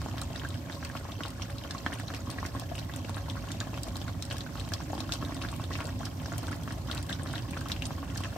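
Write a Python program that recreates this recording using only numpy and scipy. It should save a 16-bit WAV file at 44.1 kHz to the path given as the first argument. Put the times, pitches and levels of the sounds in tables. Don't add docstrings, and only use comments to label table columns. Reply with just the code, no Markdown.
import sys
import numpy as np
from scipy import signal
from scipy.io import wavfile
from scipy.ndimage import uniform_filter1d

SR = 44100
rng = np.random.default_rng(int(sys.argv[2]) if len(sys.argv) > 2 else 0)


def output_pcm(signal):
    pcm = np.clip(np.atleast_2d(signal).T, -1, 1) * 32767
    wavfile.write(sys.argv[1], SR, np.round(pcm).astype(np.int16))


def voltage_ratio(decibels):
    exponent = np.asarray(decibels, float) / 20
    return 10 ** exponent


N = 369111

# frequency in Hz, level in dB.
LEFT_PORT_COLOUR = [(400, -3.5), (700, 5), (1600, 0), (2100, -3.5), (3200, -1.5), (6300, -8.5), (8800, -6),
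                    (10100, -25), (12000, -26), (15700, -38)]
RIGHT_PORT_COLOUR = [(400, -2), (1700, 1), (2300, -5), (4000, -4.5), (5500, -2.5), (7600, -9), (8800, -23),
                     (13000, -29.5), (15000, -26), (15600, -31)]
# start in seconds, peak in dB, ring in Hz.
SKIN_CRACKS = [(0.36, -28, 3800), (0.3975, -29.5, 3200), (1.2354, -24.5, 3100), (1.26, -31, 4100),
               (1.4203, -25.5, 3020), (1.4243, -26.5, 5700), (1.709, -26.5, 4230), (1.8638, -27.5, 3080),
               (2.1476, -29.5, 2470), (2.938, -28, 3560), (3.299, -25, 3440), (3.6037, -24, 3860),
               (4.311, -26.5, 3100), (4.316, -28, 3080), (4.4076, -26, 3940), (4.604, -29.5, 4030),
               (4.737, -23, 4330), (5.004, -26, 3930), (5.122, -18, 3580), (5.136, -30, 5700),
               (5.4236, -27, 3750), (6.053, -28.5, 5300), (6.914, -21.5, 3680), (6.923, -29, 3970),
               (6.978, -26, 3970), (7.094, -27, 3660), (7.128, -23, 3600), (7.355, -27.5, 3700),
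               (7.7184, -17.5, 3730), (7.822, -21.5, 2760), (7.934, -48, 2730), (8.101, -36, 2900),
               (8.237, -27, 2980)]
# start in seconds, peak in dB, ring in Hz.
MORE_CRACKS = [(0.182, -28, 3660), (0.505, -33, 3770), (0.543, -33, 3100), (0.726, -32, 3820),
               (0.754, -36, 4160), (0.851, -32.5, 2570), (0.9724, -33, 3040), (1.1198, -29.5, 3330),
               (1.5834, -31, 4100), (1.638, -32.5, 3140), (1.7816, -30.5, 4200), (1.933, -31, 3020),
               (2.082, -28.5, 4080), (2.165, -33, 4940), (2.309, -35, 4000), (2.753, -30, 2780),
               (2.79, -29, 4100), (3.145, -31.5, 3880), (3.4868, -34, 3010), (3.9572, -29, 3950),
               (5.25, -30, 3670), (5.487, -30.5, 3560), (5.64, -31, 3600), (6.2597, -30.5, 5470),
               (7.3807, -28.5, 3080), (8.159, -36, 3870)]
# start in seconds, peak in dB, ring in Hz.
FAINT_SNICKS = [(0.017, -33.5, 4600), (0.043, -39, 2970.0), (0.113, -36, 2950), (0.7208, -36.5, 3700.0),
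                (0.9663, -32, 2660), (1.9863, -35.5, 2850), (2.1394, -31, 2910.0), (2.314, -33.5, 3910.0),
                (2.781, -29.5, 2750), (2.962, -37, 2760), (3.0484, -32.5, 2730.0), (3.1811, -38, 3850.0),
                (7.4865, -40.5, 2800), (3.7417, -33, 2590.0), (3.776, -33.5, 3220), (4.016, -32, 3330),
                (4.0818, -35, 4000), (4.3017, -31, 4480.0), (4.3266, -32, 2980), (4.571, -38, 2900.0),
                (4.575, -36, 4050.0), (4.598, -29, 3300), (4.65, -34.5, 4030.0), (4.6788, -37.5, 2590.0),
                (4.979, -34, 3250), (5.093, -35, 3400.0), (5.346, -32.5, 4800), (5.367, -34, 3510.0),
                (5.417, -28, 2750), (5.539, -34, 2650), (5.7747, -42, 4970.0), (5.8695, -40, 4770),
                (5.8935, -40, 2700), (6.199, -37, 3050), (6.4698, -35, 3500), (6.712, -40, 3100),
                (6.9717, -30, 2650), (7.105, -35, 2980.0), (7.2731, -34, 4000), (7.29, -36, 3990.0),
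                (7.312, -36, 3120.0), (7.4227, -35, 4700), (7.573, -36, 3300), (7.6999, -32, 2280),
                (7.7067, -33, 5750.0), (7.764, -30.5, 2850), (8.154, -33, 6380.0), (8.247, -30, 2680)]
# start in seconds, peak in dB, finest spray in dB above the rest.
BURST_SPITS = [(0.2156, -32, -3), (0.8484, -33.5, -7), (1.7094, -31, -26), (1.938, -39, -4),
               (1.9993, -42, -1), (2.3019, -34, -5.5), (2.4623, -32.5, -7), (2.597, -34.5, -3),
               (2.9615, -50.5, 13), (3.0942, -36, -5), (3.5176, -33, -10), (3.6033, -35, -30),
               (3.833, -34, -43), (3.8846, -40, -4), (3.9676, -34.5, -4), (4.224, -29, -10),
               (4.382, -34, -4), (4.7367, -26.5, -9), (5.0053, -33, -8), (5.122, -25, -8),
               (5.1305, -37, -16), (5.1374, -28.5, -8), (6.055, -32.5, -6.5), (6.3808, -33, 0),
               (6.915, -42, -3), (6.9488, -36.5, -1), (6.988, -47, 2), (7.8546, -32, -81),
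               (8.1726, -38.5, 1), (8.1763, -34.5, -26)]


def evened(x):
    return x / np.sqrt(np.mean(x ** 2) + 1e-20)


def read(points, hz):
    f, value = np.transpose(points)
    return np.interp(np.log(hz + 1), np.log(f + 1), value)


def along(rows, t):
    return np.interp(t, *np.transpose(rows))


def add(mix, s, sound):
    part = mix[:, max(round(s * SR), 0):][:, :sound.shape[1]]
    part += sound[:, :part.shape[1]]


def smoothed_noise(size):
    once = uniform_filter1d(rng.standard_normal(N), size=size)
    return evened(uniform_filter1d(once, size=size))


def ports(x):
    hz = abs(np.fft.fftfreq(4096, 1 / SR))
    gain_db = np.array([read(LEFT_PORT_COLOUR, hz), read(RIGHT_PORT_COLOUR, hz)])
    spectrum = np.exp(np.conj(signal.hilbert(np.log(voltage_ratio(gain_db)))))
    taps = np.fft.ifft(spectrum).real[:, :1024]
    return signal.oaconvolve(x, taps, axes=1)[:, :N]


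def lean(hz, side):
    pan_db = read(LEFT_PORT_COLOUR, hz) - read(RIGHT_PORT_COLOUR, hz) + 5.2 * (side - .5)
    return voltage_ratio(np.array([[.5], [-.5]]) * pan_db)


def ring(hz, cycles, swell, phase=np.pi, glide=0):
    turns = np.arange(600) / SR * hz
    shape = (1 - np.exp(-turns / swell)) ** 2 * np.exp(-turns / cycles)
    bent_turns = turns * (1 + glide * (turns - 2 * cycles) / 2)
    return shape / shape.max() * np.sin(2 * np.pi * bent_turns + phase)


def hum():
    # time in seconds, hum level in dB.
    level = [(0.0, -36), (1.2, -38.5), (2.4, -37), (3.6, -36), (4.8, -36.5), (6.0, -35), (7.2, -35.5),
             (8.4, -35.5)]
    # frequency in Hz, level in dB per Hz.
    colour = [(40, -27), (59, 2.5), (68, -3), (97, 4), (133, -4), (168, -6), (200, -12.5), (262, -6),
              (330, -14.5), (435, -26), (520, -27), (565, -21), (1085, -28), (1400, -47)]
    # time in seconds, level in dB.
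    roar = [
        (0, -48),
        (4.7, -49),
        (5.0, -42.5),
        (5.7, -47.5),
        (6.1, -50),
        (7.3, -45.5),
        (8.37, -51.5),
    ]
    # frequency in Hz, left-right likeness (0-1).
    likeness = [(60, 0.98), (130, 0.98), (290, 0.92), (640, 0.39), (1400, 0.11)]
    # frequency in Hz, left over right in dB.
    balance = [(90, -0.5), (140, -4.5), (330, -3.5), (500, -2.5), (1100, -3.5)]
    frames, hz = N // 2048 + 5, np.fft.rfftfreq(8192, 1 / SR)
    a, b, c, d = rng.standard_normal((frames, 4097, 4)).T
    same = np.clip(read(likeness, hz), -1, 1)[:, None]
    left = a + 1j * b
    right = same * left + np.sqrt(1 - same ** 2) * (c + 1j * d)
    lean_db = np.outer([.5, -.5], read(balance, hz))
    roar_db = along(roar, np.arange(frames) * 2048 / SR - .05)
    flame = np.exp(-(np.log((hz + 1) / 314) / 0.2) ** 2)
    colour_db = (read(colour, hz) + lean_db)[:, :, None]
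    z = np.array([left, right]) * voltage_ratio(colour_db + np.outer(flame, roar_db - roar_db.mean()))
    x = evened(signal.istft(z, nperseg=8192, noverlap=6144)[1][:, :N])
    return x * voltage_ratio(along(level, np.arange(N) / SR) - 1.0)


def duct():
    # frequency in Hz, width in Hz, level in dB.
    whistles = [(557, 11.6, -57.5), (1047, 13, -66)]
    out = np.zeros(N)
    for hz, width, db in whistles:
        resonance = signal.iirpeak(hz, hz / width, fs=SR)
        out += voltage_ratio(db) * evened(signal.lfilter(*resonance, rng.standard_normal(N)))
    return out


def self_noise():
    band = signal.butter(6, [11000, 14600], "bandpass", fs=SR, output="sos")
    hiss = evened(signal.sosfilt(band, rng.standard_normal(N)))
    return np.array([[0], [voltage_ratio(-62)]]) * hiss


def all_pops():
    # start in seconds, peak in dB, cavity in Hz, ring in cycles.
    blips = [(0.2202, -31, 1290, 2.1), (0.449, -27.5, 1606, 4.1), (0.8993, -30.5, 1740, 1.7),
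             (1.7485, -30, 1110, 2.6), (1.9292, -27, 1840, 1.5), (2.3851, -25.5, 1820, 1.5),
             (2.4293, -23, 1090, 1.1), (2.7158, -31, 683, 2.2), (3.18, -33, 1630, 2.5),
             (3.6128, -29, 1700, 2.6), (4.0807, -29, 1470, 1.5), (4.464, -32.5, 1550, 3.4),
             (4.72, -27.5, 1590, 1.7), (4.8034, -30, 984, 1.3), (5.4494, -27, 1650, 3.4),
             (5.7155, -31.5, 1920, 2.9), (6.0122, -35, 1090, 2.2), (6.0325, -31, 1480, 1.7),
             (6.0683, -33, 1400, 1.9), (6.2584, -31.5, 1580, 1.6), (6.516, -32, 1640, 10),
             (6.7074, -29, 1710, 1.3), (6.8988, -28, 1430, 1.7), (7.0965, -26.5, 1580, 1.7),
             (7.1096, -28.5, 1820, 2), (7.359, -28, 1760, 1.3), (7.6595, -29.5, 1260, 1.7),
             (7.981, -35, 1090, 2.7), (8.029, -28, 1120, 0.74), (8.2549, -30.5, 1760, 1.4)]
    # start in seconds, peak in dB, cavity in Hz.
    plops = [(0.0615, -25, 830), (0.0862, -31, 1190), (0.142, -30.5, 790), (0.3039, -34, 720),
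             (0.9525, -24, 1260), (1.088, -34, 745), (1.2525, -27, 1190), (1.3977, -32, 1090),
             (1.6492, -31, 1090), (1.9024, -31, 890), (2.5507, -26, 1010), (2.6205, -32.5, 810),
             (3.095, -27.5, 895), (3.285, -29.5, 920), (3.3555, -33, 980), (3.67, -32, 744),
             (3.733, -30, 950), (3.777, -29, 1110), (4.3442, -30, 940), (4.9321, -23, 800),
             (4.979, -29, 860), (5.0056, -31, 766), (5.294, -30, 820), (5.5979, -27.5, 1100),
             (5.7072, -27.5, 1030), (6.284, -34, 905), (6.4314, -30, 960), (6.9143, -32.5, 1160),
             (7.9075, -25.5, 1040), (8.3622, -28, 700)]
    # start in seconds, peak in dB, cavity in Hz.
    pips = [(0.0171, -30.5, 1550), (0.181, -29, 1660), (0.435, -29.5, 1540), (0.6988, -25.5, 1690),
            (0.828, -27, 1580), (1.2066, -22.5, 1430), (1.8637, -13.5, 1700), (1.9222, -25.5, 1710),
            (1.9993, -26, 1820), (2.1033, -27, 1480), (2.1394, -26.5, 1740), (2.452, -24, 1830),
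            (3.169, -27, 1440), (4.311, -26, 1580), (5.0932, -26.5, 1290), (5.226, -24.5, 1250),
            (5.3218, -28.5, 1750), (5.7542, -21, 2390), (5.7898, -27, 1470), (5.805, -23, 2510),
            (5.812, -27.5, 1390), (6.3203, -25.5, 1490), (6.3363, -28, 1430), (6.483, -25.5, 1430),
            (6.529, -25, 1800), (6.6771, -25.5, 1370), (7.2605, -28, 1480), (7.3375, -25, 1550),
            (7.5683, -26, 1470), (8.2374, -27, 2250)]
    # start in seconds, peak in dB, cavity in Hz.
    further_pops = [(0.339, -36.5, 776), (1.052, -32.5, 990), (1.5, -32.5, 1680), (2.272, -33.5, 1120),
                    (2.296, -33, 1090), (2.818, -38, 706), (3.478, -36, 1070), (3.505, -30.5, 1630),
                    (3.879, -33, 655), (4.555, -30, 1350), (5.438, -29, 1480), (5.528, -31.5, 1150),
                    (3.6093, -30, 1430), (5.848, -31.5, 600), (5.891, -34, 1750), (7.116, -34, 1940),
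                    (7.196, -32.5, 1610), (7.5735, -28, 1390), (8.246, -30.5, 1690), (0.417, -33, 1760),
                    (2.565, -31, 1610), (2.8965, -31, 1800), (4.811, -33, 1600), (7.299, -36, 1400),
                    (3.368, -31, 1440), (7.534, -29, 2380), (7.613, -31, 1560), (8.328, -36, 1540)]
    # start in seconds, peak in dB, cavity in Hz.
    pearls = [(0.3564, -30.5, 1800), (1.2587, -35, 980), (1.7081, -31, 1680), (2.3616, -35, 830),
              (2.6027, -38, 725), (2.9389, -37, 1020.0), (2.9853, -38, 694), (3.0469, -38, 570),
              (3.4407, -34.5, 1520), (3.5478, -36.5, 760.0), (3.8674, -36, 1000), (3.9565, -34, 1030),
              (4.0153, -35, 770), (4.0962, -37, 1030), (4.9013, -33.5, 676), (4.9524, -32, 830.0),
              (5.1232, -33, 1890), (5.2092, -35, 940.0), (5.2157, -40, 1120), (5.2413, -33, 570),
              (5.3085, -30.5, 1060), (5.3664, -38, 1040.0), (5.4156, -34, 1030), (5.4866, -37, 1720.0),
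              (5.6382, -37, 714), (5.8042, -28.5, 970), (5.8768, -34, 1030), (6.0058, -33, 730),
              (6.2203, -34, 820), (6.2445, -39, 750), (6.3614, -34, 1540), (6.3896, -35, 720),
              (6.4402, -34, 1360), (6.5077, -35.5, 820), (6.5576, -36.5, 710.0), (6.7844, -36.5, 710),
              (6.8856, -34, 1130), (6.9545, -31, 1470), (6.9807, -32.5, 1050), (7.2285, -38, 700),
              (7.3801, -36, 1620), (7.5107, -38, 726), (7.6999, -28, 1780), (8.1597, -31, 1670),
              (8.2056, -30, 1050), (8.2248, -44, 1140.0), (8.2646, -39, 1020)]
    closing = ((plops, 0.68), (pips, 0.66), (further_pops, 1.27), (pearls, 1))
    return list(blips) + [(*row, cycles) for rows, cycles in closing for row in rows]


def boil():
    rise_s, fall_s = 0.009, 0.028
    surge_db, calm_db, follows = 0.5, -2, 0.4
    t = np.arange(0, N, 64) / SR
    power = voltage_ratio(2 * calm_db)
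    bursts = all_pops() + list(SKIN_CRACKS) + list(MORE_CRACKS) + list(FAINT_SNICKS) + list(BURST_SPITS)
    for s, db, *_ in bursts:
        away = np.where(t < s, (s - t) / rise_s, (t - s) / fall_s)
        power = power + voltage_ratio(2 * (surge_db + follows * (db + 30))) * np.exp(-away ** 2)
    return np.interp(np.arange(N) / SR, t, 10 * np.log10(power))


def steam(boil_db):
    hiss = evened(ports(rng.standard_normal((2, N))))
    return voltage_ratio(-53.0) * hiss * voltage_ratio(1.8 * smoothed_noise(200) + .34 * boil_db)


def gurgle(boil_db):
    starts = rng.random(N) < 30 * voltage_ratio(boil_db) / SR
    size = voltage_ratio(3 * np.minimum(rng.exponential(1, N), 3)) * starts
    kind = rng.integers(0, 6, N)
    lumps = np.zeros(N)
    for k, hz in enumerate(np.geomspace(234, 683, 6)):
        lumps += signal.oaconvolve(size * (kind == k), ring(hz, 0.5, 0.4))[:N]
    return voltage_ratio(-57.5 + np.array([[-1.5], [0]])) * evened(lumps)


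def fizz(boil_db):
    out = np.zeros((2, N))
    per_s = 650 * voltage_ratio(1.9 * boil_db)
    size = np.minimum(.2 + rng.exponential(1, N), 1.3) * (rng.random(N) < per_s / SR)
    kind = rng.integers(0, 24, N)
    for k, hz in enumerate(np.geomspace(420, 15000, 24)):
        cycles, step, side = rng.uniform([1.5, -1, 0], [5, 1, 1])
        lag = step * 2 * np.pi * hz * 0.0001
        pair = np.array([ring(hz, cycles, 0.37, 0), ring(hz, cycles, 0.75, lag)])
        pair *= np.array([[1 + side], [2 - side]]) * (hz / 2000) ** 0.84 / cycles ** .5
        hits = voltage_ratio(size * (11.5 - 0.1 * k)) * (size > 0) * (kind == k)
        out += signal.oaconvolve(hits[None], pair, axes=1)[:, :N]
    return voltage_ratio(-51.5 + 0.049 * boil_db) * evened(ports(out))


def sizzles():
    # start in seconds, length in seconds, level in dB.
    collapses = [
        (0.71, 0.052, -52),
        (5.126, 0.04, -45),
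        (5.722, 0.03, -40.5),
        (7.13, 0.035, -49),
        (7.308, 0.052, -49),
    ]
    out = np.zeros((2, N))
    for s, length, db in collapses:
        u = np.arange(4000) / SR / length
        ragged = uniform_filter1d(rng.standard_normal(4000), size=60) ** 2 * 60 + .5
        swell = np.sqrt(u) * np.exp(-u ** 2)
        add(out, s, voltage_ratio(db) * swell * ragged * rng.standard_normal((2, 4000)))
    band = signal.butter(2, [2300, 6800], "bandpass", fs=SR, output="sos")
    return ports(signal.sosfilt(band, 2 * out))


def droplets():
    # start in seconds, peak in dB.
    drops = [(0.488, -39), (0.8924, -44.5), (0.997, -48), (1.2815, -39), (1.304, -42), (1.503, -41),
             (2.147, -37.5), (2.7945, -37), (4.252, -36.5), (4.368, -37.5), (4.556, -46), (4.689, -41),
             (4.9496, -41), (5.514, -47), (5.5627, -41.5), (5.8543, -37), (6.431, -43), (6.4686, -38),
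             (6.6344, -41), (6.7222, -38.5), (6.873, -43), (7.066, -43.5), (7.0277, -37.5), (7.33, -39),
             (7.509, -40), (7.6092, -36), (7.6854, -34), (7.8664, -41)]
    return [(s, db, -10 + 9.5 * share) for (s, db), share in zip(drops, rng.random(len(drops)))]


def spits():
    # start in seconds, peak in dB.
    mists = [(0.0175, -37), (1.9954, -41), (2.1636, -37), (2.7553, -37), (3.3084, -38), (3.833, -26),
             (4.7215, -35), (5.15, -43), (5.2585, -39), (5.3454, -35), (5.5035, -45), (5.5165, -34),
             (5.6388, -42), (5.881, -40), (6.2183, -38), (6.2319, -46), (6.5625, -40), (7.101, -32),
             (7.334, -44), (7.3552, -38), (7.718, -41), (7.8583, -31), (8.1872, -40), (8.2055, -35)]
    coarse, fine = np.zeros((2, 2, N))
    bursts = list(BURST_SPITS) + droplets()
    bursts += [(s, db - 13.5, -9) for s, db, hz in SKIN_CRACKS + MORE_CRACKS + FAINT_SNICKS]
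    bursts += [(s, db - 24, 13.5) for s, db in mists]
    u = np.arange(900) / SR / 0.00095
    snap = u ** 2 * np.exp(2 - 2 * u)
    hissing_tail = 0.041 * (1 - np.exp(-u)) * np.exp(-u / 7)
    spray = rng.standard_normal((len(bursts), 2, 900)) * (snap + hissing_tail)
    for (s, db, fine_db), drops in zip(bursts, spray):
        add(coarse, s - .0006, drops * voltage_ratio(db + 12.5))
        add(fine, s - .0006, drops * voltage_ratio(db + fine_db + 28.5))
    middle = signal.butter(2, [3500, 9800], "bandpass", fs=SR, output="sos")
    top = signal.butter(3, 10000, "highpass", fs=SR, output="sos")
    return ports(signal.sosfilt(middle, coarse) + signal.sosfilt(top, fine))


def cracks():
    # start in seconds, peak in dB, ring in Hz.
    pings = [(0.0439, -36, 8270.0), (0.2158, -20, 8400), (0.2354, -24, 7100), (1.7879, -28, 7400),
             (1.9884, -35, 8840.0), (2.2056, -27, 6800), (2.3143, -28, 8750), (2.5501, -35, 8570.0),
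             (2.7548, -36.0, 8840.0), (2.7624, -37.0, 8530.0), (3.1636, -31, 8750), (3.2993, -36, 7390.0),
             (3.3087, -36, 7180.0), (3.5174, -26, 6890.0), (3.603, -18, 6860.0), (3.8759, -36, 8700.0),
             (4.043, -30, 6690.0), (4.3267, -26, 8450.0), (4.5978, -28, 7900), (4.8364, -28, 7100),
             (4.9205, -26, 7020.0), (4.9908, -33, 8900.0), (5.1312, -30, 8690.0), (1.219, -43, 5600),
             (5.7749, -34, 8800), (5.8433, -32, 8880.0), (5.87, -24, 7520.0), (5.9918, -29, 7500),
             (6.3267, -24, 6900), (6.482, -29, 7960.0), (6.5137, -30.5, 9200), (6.636, -39, 8500),
             (6.728, -35, 8600.0), (7.101, -35.5, 6980.0), (7.2338, -24, 8600), (7.8673, -24, 9000),
             (8.1551, -38, 6500.0), (8.1764, -35, 8460.0)]
    skins = SKIN_CRACKS + MORE_CRACKS + FAINT_SNICKS + [(s, db - 8.5, hz) for s, db, hz in pings]
    out, chance = np.zeros((2, N)), rng.random((len(skins), 3))
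    for (s, db, hz), (size, step, side) in zip(skins, chance):
        cycles = (0.00051 + 0.00017 * size) * hz
        pair = np.array([ring(hz, cycles, 0.6), ring(hz, cycles, 0.7, np.pi + 1.9 * (step - .5))])
        level = voltage_ratio(db - 2.0 + np.array([[1.2], [-1.2]]))
        add(out, s - .00035, pair * level * lean(hz, side))
    return out


def pops():
    bubbles = all_pops()
    out, chance = np.zeros((2, N)), rng.random((len(bubbles), 2))
    for (s, db, hz, cycles), (distance, side) in zip(bubbles, chance):
        lags = (0, 2 * np.pi * hz * 0.0003 * (side - .5))
        cavity = np.array([ring(hz, 1.76 * cycles, 0.19, np.pi + lag, glide=0.0123) for lag in lags])
        shove = 0.5 * ring(0.44 * hz, 0.65, 0.038, 0)
        tone = (cavity + shove) * voltage_ratio(db - 2.5) * lean(hz, side)
        add(out, s - .0003, tone)
        add(out, s + 0.00303 + 0.00198 * distance, voltage_ratio(-9.5) * tone)
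    return out


def pan_boom():
    mode_hz, width_hz = 287, 64
    t, out = np.arange(2000) / SR, np.zeros((2, N))
    shape = (1 - np.exp(-t / 0.0018)) * np.exp(-np.pi * width_hz * t)
    boom = shape * np.sin(2 * np.pi * mode_hz * t)
    for s, db, *_ in all_pops():
        add(out, s, voltage_ratio(-41 + 0.73 * (db + 40.5) + np.array([[-1.5], [1.5]])) * boom)
    return out


def wall(x):
    # frequency in Hz, width in Hz, level in dB.
    modes = [(653, 53, -2.5), (1090, 32, 0), (1630, 97, -9)]
    return sum(voltage_ratio(db) * signal.lfilter(*signal.iirpeak(hz, hz / width, fs=SR), x)
               for hz, width, db in modes)


def pan_tail(x):
    # frequency in Hz, 60 dB decay time in seconds.
    decay_times = [(500, 0.024), (3000, 0.073), (10000, 0.039)]
    taps = np.zeros((5, 2, 6000))
    at = np.arange(40, 5980, 20) + rng.integers(0, 20, (5, 2, 297))
    np.put_along_axis(taps, at, rng.choice([-1., 1.], at.shape), 2)
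    decay = np.exp(-np.log(1000) * np.arange(6000) / SR / np.array(decay_times)[:, 1:])
    under_1500 = signal.filtfilt(*signal.butter(2, 1500, fs=SR), taps)
    under_6000 = signal.filtfilt(*signal.butter(2, 6000, fs=SR), taps)
    tails = under_1500 * decay[0] + (under_6000 - under_1500) * decay[1] + (taps - under_6000) * decay[2]
    place = np.repeat(rng.integers(0, 5, N // 400 + 1), 400)[:N]
    wet = (signal.oaconvolve(x * (place == k), tail, axes=1)[:, :N] for k, tail in enumerate(tails))
    return sum(wet) / np.linalg.norm(tails[0, 0])


def scene():
    boil_db = boil()
    hiss = self_noise() * voltage_ratio(0.19 * boil_db + 2.2 * smoothed_noise(900))
    background = hum() + duct() + hiss + steam(boil_db)
    bubbles = gurgle(boil_db) + fizz(boil_db) + sizzles() + spits() + cracks() + pops()
    pan = pan_boom() + wall(bubbles) + voltage_ratio(-4) * pan_tail(bubbles)
    return background + bubbles + pan


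def band_limit(x):
    return signal.sosfilt(signal.butter(12, 16510, fs=SR, output="sos"), x)


def record(dry):
    under, wider = (signal.oaconvolve(dry, signal.firwin(255, hz, fs=SR)[None], "same")
                    for hz in (15750, 16500))
    power = uniform_filter1d(((wider - under) ** 2).sum(0), size=100)
    attack = uniform_filter1d(1. * (power > 7 * np.median(power)), size=60)
    return band_limit(under + voltage_ratio(-10) * attack * (wider - under))


dry = scene()
out = record(dry)
output_pcm(out)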